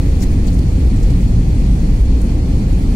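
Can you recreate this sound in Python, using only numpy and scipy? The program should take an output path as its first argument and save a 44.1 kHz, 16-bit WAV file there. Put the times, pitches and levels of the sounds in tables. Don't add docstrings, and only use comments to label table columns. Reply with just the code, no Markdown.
import sys
import numpy as np
from scipy import signal
from scipy.fft import rfft, irfft
from scipy.io import wavfile
from scipy.ndimage import uniform_filter1d, minimum_filter1d

SR = 44100
rng = np.random.default_rng(int(sys.argv[2]) if len(sys.argv) > 2 else 0)


def volts_from_db(level):
    exponent = np.asarray(level, float) / 20
    return 10 ** exponent


def persist_wave(psi):
    counts = np.round(np.clip(psi, -1, 1) * 32767).astype(np.int16)
    wavfile.write(sys.argv[1], SR, np.atleast_2d(counts).T)


N = 130095

# frequency in Hz, density in dB per Hz.
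RUMBLE_SPECTRUM = [(6, -15), (19, -8), (26, -11), (42, -4), (55, 0), (68, -5.5), (105, -9.5), (140, -16),
                   (300, -130)]
# frequency in Hz, density in dB per Hz.
ROAR_SPECTRUM = [(82, -69), (140, 0), (181, -1.5), (275, -7), (397, -17), (509, -19.5), (584, -26),
                 (779, -29), (1500, -42), (1950, -57), (3300, -120)]
# frequency in Hz, density in dB per Hz.
HISS_SPECTRUM = [(880, -21.5), (1550, -3.5), (1950, -1.5), (2900, -4.5), (5600, -7.5), (8200, -10.5),
                 (11300, -16.5), (14500, -22.5), (16000, -23)]
# centre in Hz, width in Hz, lift in dB.
RESONANCES = [(770, 150, 2), (1550, 100, -2), (2460, 200, 3), (2720, 250, -2), (3150, 120, -1.5),
              (3850, 200, -2), (4170, 90, 2), (11200, 150, -4), (95, 20, 1), (182, 25, 2), (267, 10, 3.5),
              (143, 12, -3)]
# frequency in Hz, left-right correlation from -1 to 1.
PORT_LIKENESS = [(30, .999), (60, .994), (110, .975), (200, .96), (330, .88), (430, .75), (520, .52),
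                 (690, .2), (860, .28), (1030, 0), (1350, -.2), (1550, -.38), (1750, 0), (2600, .14),
                 (3800, -.2), (4200, .15), (5200, .17), (6900, -.15), (9600, -.2), (11000, .1)]
# frequency in Hz, left minus right in dB.
PORT_BALANCE = [(60, .3), (180, 0), (330, -1.5), (550, -3.8), (1200, -.5), (1700, 0)]
# peak time in s, length in s, level in dB, brightest frequency in Hz,
# left minus right in dB.
BRUSHES = [(.208, .02, -42, 5600, 5), (.227, .03, -35.5, 6000, 6), (.236, .025, -38, 7800, 4),
           (.234, .032, -39, 1950, -5), (.236, .025, -40, 4500, -2), (.325, .04, -48, 7500, 0),
           (.476, .024, -39, 6200, 1), (.486, .028, -40.5, 4000, 2), (.531, .006, -42, 7200, 4),
           (.546, .025, -45, 7600, 3), (.592, .012, -43, 7600, 1), (.592, .014, -42.5, 4200, 1),
           (.965, .03, -48, 6500, 3), (1.030, .008, -42, 7500, 3), (1.038, .035, -42.5, 6000, 2),
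           (1.106, .009, -39.5, 5600, 1), (1.106, .009, -42, 2200, -1), (1.215, .03, -49, 7500, 0),
           (2.217, .011, -40.5, 8200, -1), (2.25, .04, -53, 9000, -2), (2.73, .02, -50, 9000, -2)]
# centre in Hz, width in Hz, gain in dB.
LEFT_PORT = [(1300, 500, 1.5), (4480, 350, 5.5), (5350, 150, 2.5), (6800, 2200, 3.5), (8700, 1500, 1.5),
             (9900, 600, 2), (13700, 1600, 4), (15500, 900, 6.5)]
# centre in Hz, width in Hz, gain in dB.
RIGHT_PORT = [(1200, 400, 1.5), (4250, 700, 3), (6000, 2400, -4.5), (9400, 1700, 4), (13600, 1600, 1),
              (15700, 300, 4)]
# frequency in Hz, shut share of time (0-1) of the sum, same of
SHUT_SHARES = [(1200, .04, .02), (1550, .2, .02), (1800, .04, .03), (2750, .06, .14), (3150, .13, .07),
               (3500, .06, .09), (3830, .17, .09), (4200, .04, .05), (4900, .04, .12), (7400, .05, .04),
               (8100, .25, .36), (8900, .18, .08), (10000, .27, .18), (11200, .36, .42), (12300, .34, .34),
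               (15900, .3, .3)]
# low edge in Hz, high edge in Hz, shut share of time (0-1).
TOP_BANDS = [(14330, 15070, .62), (15070, 15850, .66), (15850, 22050, 1.1)]

RUMBLE_DB, ROAR_DB, HISS_DB = -11, -20, -41
SHAFT_HZ, SHAFT_DB, SHAFT_DRIFT_HZ, SHAFT_WAVER_DB = 34.2, -17.5, .5, 2
BRUSH_OCTAVES, BRUSH_SKIRT_DB, BRUSH_GRAIN_DB, BRUSH_LIKENESS = .52, -8, 3.0, .3
BRUSH_LUMPS_DB, BRUSH_AIR_HZ, BRUSH_AIR_DB = 2.2, 14500, -22
SHUT_DB = -40
TOP_TIRING = .3
LIMIT_DB, LOOK_S, RECOVER_DB_PER_S = -3.0, .003, 120
SPLIT_HZ, TREBLE_DUCK = 250, .2


def engines():
    t = np.arange(N) / SR
    shaft_hz = SHAFT_HZ + SHAFT_DRIFT_HZ * wander(t, 3.11)
    hum = np.sqrt(2) * np.sin(2 * np.pi * np.cumsum(shaft_hz) / SR)
    hum *= volts_from_db(SHAFT_DB + SHAFT_WAVER_DB * wander(t, 2.8))
    rumble = noise(RUMBLE_SPECTRUM, size=16384, patchy_db=1.8, swell_db=1.46, swell_hz=3.1)
    return hum + volts_from_db(RUMBLE_DB) * rumble


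def airflow():
    return volts_from_db(ROAR_DB) * noise(ROAR_SPECTRUM, size=4096, patchy_db=0.09, swell_db=-0.2, swell_hz=3.2)


def vents():
    return volts_from_db(HISS_DB) * noise(HISS_SPECTRUM, size=512, patchy_db=0.82, swell_db=0.37, swell_hz=30.0)


def sleeve():
    out = np.zeros((2, N))
    size = 8192
    t, hz = np.arange(size) / SR, np.fft.rfftfreq(size, 1 / SR)
    skirt = volts_from_db(BRUSH_SKIRT_DB) * hz ** 2 / (hz ** 2 + 900. ** 2) / (1 + hz / 6000.)
    air = volts_from_db(BRUSH_AIR_DB) * np.exp(-(np.log2((hz + 1) / BRUSH_AIR_HZ) / .2) ** 2)
    for peak_s, length_s, level_db, top_hz, lean_db in BRUSHES:
        a, b, grain, lumps = rng.standard_normal((4, size))
        pair = np.array([a, BRUSH_LIKENESS * a + np.sqrt(1 - BRUSH_LIKENESS ** 2) * b])
        hump = np.exp(-(np.log2((hz + 1) / top_hz) / BRUSH_OCTAVES) ** 2)
        lumps_db = BRUSH_LUMPS_DB * evened(uniform_filter1d(lumps, size=80))[:len(hz)]
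        pair = irfft(rfft(pair) * (hump + skirt + air) * volts_from_db(lumps_db))
        pair *= volts_from_db(BRUSH_GRAIN_DB * evened(uniform_filter1d(grain, size=40)))
        swell = np.exp(-(2.6 * (t - t[size // 2]) / length_s) ** 2)
        pair *= np.linalg.norm(swell) / np.linalg.norm(pair * swell, axis=1, keepdims=True)
        start = round(peak_s * SR) - size // 2
        out[:, start:start + size] += pair * swell * volts_from_db(level_db + np.array([[.5], [-.5]]) * lean_db)
    return out


def noise(spectrum, size, patchy_db, swell_db, swell_hz):
    hop, hz = size // 4, np.fft.rfftfreq(size, 1 / SR)
    frames = N // hop + 5
    a, b, c, d, patches = rng.standard_normal((frames, len(hz), 5)).T
    patches = uniform_filter1d(patches, size=12, axis=0)
    patches = evened(uniform_filter1d(patches, size=8, axis=1))
    likeness = np.clip(read(PORT_LIKENESS, hz), -1, 1)[:, None]
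    left = a + 1j * b
    right = likeness * left + np.sqrt(1 - likeness ** 2) * (c + 1j * d)
    lift_db = sum(db / (1 + (2 * (hz - f) / width) ** 2) for f, width, db in RESONANCES)
    swell = wander(np.arange(frames) * hop / SR, swell_hz)
    level_db = (read(spectrum, hz) + lift_db)[:, None] + patchy_db * patches + swell_db * swell
    balance_db = np.array([.5, -.5])[:, None, None] * read(PORT_BALANCE, hz)[:, None]
    z = np.array([left, right]) * volts_from_db(level_db + balance_db)
    return evened(signal.istft(z, nperseg=size, noverlap=size - hop)[1][:, :N])


def wander(t, top_hz):
    rates_hz = np.geomspace(.3, top_hz, num=24)
    return evened(sum(np.sin(2 * np.pi * (f * t + rng.random())) / np.sqrt(f) for f in rates_hz))


def evened(x):
    return x / np.sqrt(np.mean(x ** 2) + 1e-20)


def read(points, hz):
    f, value = np.transpose(points)
    return np.interp(np.log(hz + 1), np.log(f + 1), value)


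def ranked(v):
    return v.argsort(-1).argsort(-1) / v.shape[-1]


def scene():
    return engines() + airflow() + vents() + sleeve()


def port_gain(port, hz):
    return volts_from_db(sum(db * np.exp(-(2 * (hz - f) / width) ** 2) for f, width, db in port))


def colour_and_dropouts(x):
    hz, _, z = signal.stft(x, SR, nperseg=2048, noverlap=1536)
    z = z * np.array([port_gain(LEFT_PORT, hz), port_gain(RIGHT_PORT, hz)])[..., None]
    z = np.array([z[0] + z[1], z[0] - z[1]]) / 2
    power = uniform_filter1d(abs(z) ** 2, size=5, axis=2)
    f, *shares = np.transpose(SHUT_SHARES)
    shut_share = np.array([np.interp(hz, f, s, left=0) for s in shares])[..., None]
    shut = ranked(uniform_filter1d(power, size=3, axis=1)) < shut_share
    for low_hz, high_hz, share in TOP_BANDS:
        band = (hz >= low_hz) & (hz <= high_hz)
        whim = uniform_filter1d(rng.standard_normal(z.shape[2]), size=6)
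        tiring = np.linspace(0, TOP_TIRING, len(whim))
        strength = ranked(power[:, band].sum((0, 1))) + 2 * ranked(whim) - 2 * tiring
        shut[:, band] |= ranked(strength) < share
    z = z * np.where(shut, volts_from_db(SHUT_DB), 1.)
    z = np.array([z[0] + z[1], z[0] - z[1]])
    return signal.istft(z, SR, nperseg=2048, noverlap=1536)[1][:, :N]


def limiter(x):
    over_db = np.maximum(20 * np.log10(abs(x).max(0) + 1e-9) - LIMIT_DB, 0)
    fall_db, look = np.arange(N) * RECOVER_DB_PER_S / SR, round(LOOK_S * SR)
    held_db = -minimum_filter1d(fall_db - np.maximum.accumulate(over_db + fall_db), 2 * look + 1)
    duck_db = uniform_filter1d(held_db, look + 1)
    treble = signal.sosfiltfilt(signal.butter(2, SPLIT_HZ, "high", fs=SR, output="sos"), x)
    return (x - treble) / volts_from_db(duck_db) + treble / volts_from_db(TREBLE_DUCK * duck_db)


def top_cut(x):
    return signal.sosfilt(signal.butter(12, 15850, fs=SR, output="sos"), x)


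def record(dry):
    mix = limiter(colour_and_dropouts(dry))
    return top_cut(mix)


dry = scene()
out = record(dry)
persist_wave(out)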